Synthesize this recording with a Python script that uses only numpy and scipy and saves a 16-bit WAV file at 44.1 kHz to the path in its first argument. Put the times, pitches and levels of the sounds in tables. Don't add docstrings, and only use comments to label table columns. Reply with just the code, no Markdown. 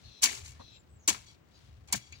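import sys
import numpy as np
from scipy import signal
from scipy.io import wavfile
from scipy.ndimage import uniform_filter1d

SR = 44100
rng = np.random.default_rng(int(sys.argv[2]) if len(sys.argv) > 2 else 0)


def pcm_store(signal):
    levels = np.round(np.clip(np.atleast_2d(signal), -1, 1) * 32767)
    wavfile.write(sys.argv[1], SR, levels.astype(np.int16).T)


def gain_from_db(level_db):
    decades = np.asarray(level_db, float) / 20
    return 10 ** decades


N = 97020

# time in seconds, relative level in dB, tilt in dB per octave about 5 kHz.
CHOP_CURVES = [
    [(.216, -58, -5), (.223, -36.5, 7), (.230, -29, 0), (.234, -23.5, 2.5), (.250, -28.5, -1),
     (.260, -30, -1.5), (.272, -39, -2.5), (.32, -46, -2), (.38, -50.5, -1.5), (.43, -62.5, -2.5),
     (.462, -54, -1), (.51, -62.5, -0.5), (.575, -76, -8)],
    [(1.0765, -27.5, 8.5), (1.0785, -29, 1), (1.088, -26.5, 2.5), (1.098, -28.5, 0), (1.112, -40, -4),
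     (1.135, -48, -1), (1.148, -48.5, -5), (1.165, -53.5, -3), (1.26, -72.5, -2.5)],
    [(1.875, -63.5, 2.5), (1.886, -62, -3.5), (1.906, -69, -9), (1.9238, -58, -3), (1.9250, -29, 5),
     (1.936, -31, 3), (1.944, -46, -8), (1.961, -41, 2.5), (2.0, -66.5, -5), (2.11, -77, -2)],
]
# frequency in Hz, relative spectrum level in dB per Hz.
GRIT_COLOUR = [(150, -26.5), (330, -15), (790, -12), (1400, -7.5), (2400, -3.5), (4000, -4), (6600, -1),
               (8000, -1.5), (10500, -7), (13500, -20), (15600, -10), (16500, -32.5)]
# time in seconds, relative peak level in dB.
STONE_TICKS = [(.2325, -5), (.2385, -10), (.2555, -10), (.439, -37), (.459, -28), (.478, -36), (.5175, -37),
               (1.078, -13), (1.0855, -12), (1.0965, -13), (1.143, -33), (1.876, -41), (1.885, -40),
               (1.9252, -12), (1.9304, -13), (1.9340, -16), (1.9594, -30), (2.1236, -27)]
# frequency in Hz, relative level in dB, struck decay t60 in seconds.
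BLADE_MODES = [(2260, -8, 0.12), (3320, -13, .07), (4150, -6, .04), (4550, -3, 0.045), (5600, -10, .03),
               (6170, -6, .04), (6580, 0, .04), (7200, -7, .035), (7680, -9, .025), (10400, -14, .015),
               (15200, -16, .012)]
# time in seconds, relative level in dB, pitch in Hz, decay t60 in seconds.
SOIL_THUDS = [(.238, -46.5, 243, 0.29), (.288, -35, 2190, .05), (.31, -52.5, 399, 0.55),
              (.594, -49, 215, 0.11), (.595, -51, 980, 0.08), (.596, -50, 520, .14),
              (.609, -49, 1090, 0.05), (1.081, -40, 600, .1), (1.082, -35, 316, 0.11),
              (1.082, -35, 1000, 0.06), (1.1, -47, 219, 0.22), (1.143, -38, 1310, 0.05),
              (1.927, -36, 950, 0.067), (1.928, -41, 1600, .05), (1.93, -42, 560, .07),
              (1.938, -33, 205, 0.09), (1.962, -36.5, 117, 0.1), (2.1233, -49, 2370, 0.11)]
# start in seconds, length in seconds, relative starting level in dB, focus in Hz.
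SOIL_SCRAPES = [(1.258, 0.11, -61, 3730), (1.881, 0.037, -58, 2377), (1.989, 0.15, -62, 3660)]
# start in seconds, length in seconds, relative level in dB, throat scale as a factor.
RASP_CALLS = [(0.028, 0.2, -61, 1.017), (0.587, 0.21, -62.5, .99), (1.53, 0.08, -68, 1.12),
              (2.124, 0.068, -62.5, 1.14)]
# frequency in Hz, width in Hz, relative level in dB.
THROAT_MODES = [(2850, 300, -13), (3750, 450, -5), (4200, 350, 0), (5000, 500, -13), (5950, 250, -11)]
# start in seconds, length in seconds, relative level in dB, start pitch in Hz, end pitch in Hz.
WHISTLE_GLIDES = [(.54, .095, -74, 1600, 1950), (.735, .05, -69, 2700, 2620), (.7, .13, -75, 7050, 7150),
                  (.89, .09, -73, 7750, 7400), (.985, .09, -73, 6650, 5950), (1.02, .055, -77, 5900, 5100)]
# frequency in Hz, relative spectrum level in dB per Hz.
HISS_COLOUR = [(90, -22.5), (150, 3), (480, -8), (2900, -22.5), (4500, -35.5), (7900, -29.5), (9100, -40),
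               (13500, -44), (14700, -27.5), (15950, -24.5), (16800, -40.5)]
# time in seconds, relative level in dB.
LEAF_CURVE = [(0, -65), (.2, -73), (.62, -68), (.95, -83.5), (1.3, -66), (1.42, -83), (1.6, -67.5),
              (1.72, -72.5), (1.82, -79.5), (2.2, -67)]
# frequency in Hz, relative spectrum level in dB per Hz.
LEAF_COLOUR = [(590, -55), (1050, -12.5), (3990, -4), (12000, -20.5), (15600, -54)]
# frequency in Hz, relative spectrum level in dB per Hz.
RUMBLE_COLOUR = [(14, -65), (30, -17), (76, 7), (131, 0), (166, -14.5), (296, -23.5), (600, -54)]
# time in seconds, relative level in dB.
RUMBLE_SWELL = [(0, -64), (.08, -47), (.16, -69), (.43, -48.5), (.58, -54.5), (.85, -62.5), (.96, -54),
                (1.04, -69), (1.13, -52.5), (1.42, -67), (1.75, -53.5), (1.98, -55.5), (2.05, -66),
                (2.18, -52)]
# frequency in Hz, gain in dB.
LEFT_TONE = [(40, 2.2), (300, 3.3), (2000, 6.8), (6500, 6.5), (9500, 1.5)]

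GRAINS_PER_S, SIZE_SPREAD_DB, CLUMP_DB = 900, 3.5, 1.5
GRAIN_CYCLES = 2.87
SPREAD_S = 0.00036
TICK_DB, RING_DB = -11, -16.5
SHARPEN = 0.63
THUD_RISE_S, THUD_FUZZ = 0.001, 0.87
FOCUS_DB = -6
RASP_PER_S, RASP_FADE_S = 110, 0.033
RASP_SAG, ARCH = .09, .045
WHISTLE_BLUR_HZ = 68
HISS_DB = -63.5
SCATTER_DB, SCATTER_T60_S = -5, .01
YARD_DB, YARD_T60_S = -18, 0.2
NEAR_DB = 2
BIRD_LAG_S = .00011
LAG_S, TRIM_DB = 0.001081, -2.5


def evened(x):
    return x / np.sqrt(np.mean(x ** 2) + 1e-20)


def colour(x, points):
    f, db = np.transpose(points)
    hz = abs(np.fft.fftfreq(8192, 1 / SR))
    gain_db = np.maximum(np.interp(np.log(hz + 1), np.log(f), db), -100)
    log_gain = gain_db * np.log(10) / 20
    taps = np.fft.ifft(np.exp(np.conj(signal.hilbert(log_gain)))).real[:4096]
    return signal.oaconvolve(x, taps)[:len(x)]


def add(mix, s, sound):
    part = mix[round(s * SR):][:len(sound)]
    part += sound[:len(part)]


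def resonate(x, hz, width_hz):
    turn = np.exp(2j * np.pi * np.cumsum(hz * np.ones(len(x))) / SR)
    r = np.exp(-np.pi * width_hz / SR)
    return 2 * (turn * signal.lfilter([1 - r], [1, -r], x / turn)).real


def wander(rate_hz):
    size = int(SR / rate_hz)
    return evened(uniform_filter1d(uniform_filter1d(rng.standard_normal(N), size), size))


def follow(points):
    return gain_from_db(np.interp(np.arange(N) / SR, *np.transpose(points)))


def grit(count=28):
    t, out = np.arange(N) / SR, np.zeros((2, N))
    rows = []
    for chop in CHOP_CURVES:
        rows += [(chop[0][0] - .004, -110, 0), *chop, (chop[-1][0] + .05, -110, 0)]
    s, db, slope = np.transpose(rows)
    level_db = np.interp(t, s, db) + CLUMP_DB * wander(330)
    tilt = np.interp(t, s, slope)
    for hz in np.geomspace(300, 16000, count):
        u = np.arange(0, 3, hz / GRAIN_CYCLES / SR)
        grain = u * np.exp(-3 * u) * np.sin(2 * np.pi * GRAIN_CYCLES * u)
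        chance = GRAINS_PER_S * np.sqrt(hz / 2000) / SR
        hits = (rng.random(N) < chance) * rng.choice([-1, 1], N)
        hits = hits * gain_from_db(SIZE_SPREAD_DB * np.minimum(rng.exponential(1, N), 4))
        plain = evened(signal.oaconvolve(hits, grain)[:N])
        plain *= np.sqrt(hz / 5000 / count) * gain_from_db(level_db + tilt * np.log2(hz / 5000))
        shift = round(SPREAD_S * SR * rng.uniform(-1.1, 1))
        out += [plain, np.roll(plain, shift)]
    rung = np.zeros((2, N))
    for hz, db, t60 in BLADE_MODES:
        gain = gain_from_db(RING_DB + db / 2) * np.sqrt(t60 * 1000)
        rung += [gain * resonate(v, hz, 3.48 / t60) for v in out]
    unit = np.zeros(4096)
    unit[0] = 1
    return np.array([colour(v, GRIT_COLOUR) for v in out + rung]) / np.linalg.norm(colour(unit, GRIT_COLOUR))


def ticks():
    out, t = np.zeros(N), np.arange(3000) / SR
    spots = rng.standard_normal((len(STONE_TICKS), len(BLADE_MODES)))
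    for (s, db), luck in zip(STONE_TICKS, spots):
        ring = np.zeros(len(t))
        for (hz, mode_db, t60), r in zip(BLADE_MODES, luck):
            force_db = SHARPEN * db / 10 * np.log2(hz / 5000)
            decay = gain_from_db(mode_db + 3 * r + force_db - 60 * t / t60)
            ring += decay * np.sin(2 * np.pi * hz * (1 + 0.012 * r) * t)
        add(out, s, gain_from_db(db + TICK_DB) * ring / abs(ring).max())
    return out


def thuds():
    out, t = np.zeros(N), np.arange(9000) / SR
    for s, db, hz, t60 in SOIL_THUDS:
        noise = rng.standard_normal(len(t))
        fuzz = evened(resonate(resonate(noise, hz, 0.25 * hz), hz, hz))
        body = np.sin(2 * np.pi * hz * t) + THUD_FUZZ * fuzz
        add(out, s, gain_from_db(db - 60 * t / t60) * (1 - np.exp(-t / THUD_RISE_S)) * body)
    return out


def scrapes():
    out = np.zeros(N)
    spots = rng.standard_normal((len(SOIL_SCRAPES), len(BLADE_MODES)))
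    for (s, length, db, focus_hz), luck in zip(SOIL_SCRAPES, spots):
        t = np.arange(0, length, 1 / SR)
        drive = rng.standard_normal(SR // 4)[:len(t)] ** 3
        hum = np.zeros(len(t))
        for (hz, _, t60), r in zip(BLADE_MODES, luck):
            mode = evened(resonate(resonate(drive, hz, 5 / t60), hz, 41 / t60))
            hum += gain_from_db(2 * r + FOCUS_DB * np.log2(hz / focus_hz) ** 2) * mode
        fade = np.clip(np.minimum(t / 0.0058, (length - t) / 0.067), 0, 1)
        add(out, s, gain_from_db(db - 6.5 * t / length) * evened(hum) * fade)
    return out


def rasps():
    out = np.zeros(N)
    for s, length, db, scale in RASP_CALLS:
        t = np.arange(0, length, 1 / SR)
        noise, jitter = rng.standard_normal((2, SR // 2))[:, :len(t)]
        turns = np.cumsum(RASP_PER_S * (1 + 3 * uniform_filter1d(jitter, 300))) / SR
        puffs = (1 + np.exp(-(turns % 1) / 0.43)) * noise
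        bend = scale * (1 - RASP_SAG * t / length)
        voice = np.zeros(len(t))
        for hz, width, mode_db in THROAT_MODES:
            mode = resonate(resonate(puffs, hz * bend, width), hz * bend, 2 * width)
            voice += gain_from_db(mode_db) * evened(mode)
        fade = np.clip(np.minimum(2 * t, length - t) / RASP_FADE_S, 0, 1)
        add(out, s, gain_from_db(db) * evened(voice) * fade)
    return out


def whistles():
    out = np.zeros(N)
    for s, length, db, from_hz, to_hz in WHISTLE_GLIDES:
        u = np.arange(0, 1, 1 / SR / length)
        hz = (from_hz + (to_hz - from_hz) * u) * (1 + ARCH * np.sin(np.pi * u))
        noise = rng.standard_normal(SR // 2)[:len(u)]
        blur = evened(resonate(noise, hz, WHISTLE_BLUR_HZ))
        tone = blur + np.sin(2 * np.pi * np.cumsum(hz) / SR)
        add(out, s, gain_from_db(db) * evened(tone) * np.sin(np.pi * u) ** .5)
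    return out


def rumble():
    shared, a, b = (evened(colour(v, RUMBLE_COLOUR)) for v in rng.standard_normal((3, N)))
    return follow(RUMBLE_SWELL) * (shared + 0.13 * np.array([a, b]))


def air():
    a, b, shared = rng.standard_normal((3, N))
    crackle = gain_from_db(2.2 * wander(280))
    out = []
    for own in (a, b):
        hiss = gain_from_db(HISS_DB + 2 * wander(0.94)) * evened(colour(own + 0.24 * shared, HISS_COLOUR))
        leaves = evened(colour(np.roll(own, N // 3), LEAF_COLOUR))
        out.append(hiss + follow(LEAF_CURVE) * crackle * leaves)
    return np.array(out)


def ports(x):
    t = np.arange(SR // 3) / SR
    scatter, yard = rng.standard_normal((2, 2, len(t))) * (t > .0001)
    scatter = scatter * gain_from_db(-60 * t / SCATTER_T60_S)
    yard = np.diff(yard, prepend=0) * gain_from_db(-60 * t / YARD_T60_S)
    early = gain_from_db(SCATTER_DB) * np.diff(scatter, prepend=0) / np.linalg.norm(np.diff(scatter[0]))
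    late = gain_from_db(YARD_DB) * yard / np.linalg.norm(yard[0])
    taps = (t == 0) + early + late
    return signal.oaconvolve(x, taps, axes=1)[:, :N]


def scene():
    birds = rasps() + whistles()
    birds = np.array([birds, np.roll(birds, round(BIRD_LAG_S * SR))])
    bright = grit() + ticks() + scrapes() + .5 * np.array([scrapes(), scrapes()]) + birds
    right, left = ports(gain_from_db(NEAR_DB) * bright + thuds()) + air() + rumble()
    lag = round(LAG_S * SR)
    late_left = np.r_[left[lag:0:-1], left[:-lag]]
    return np.array([colour(late_left, LEFT_TONE), right]) * gain_from_db(TRIM_DB)


def band_limit(x):
    return signal.sosfilt(signal.butter(12, 17140, fs=SR, output="sos"), x)


def record(dry):
    mix = signal.oaconvolve(dry, signal.firwin(63, 16900, fs=SR)[None], "same")
    return band_limit(mix)


dry = scene()
out = record(dry)
pcm_store(out)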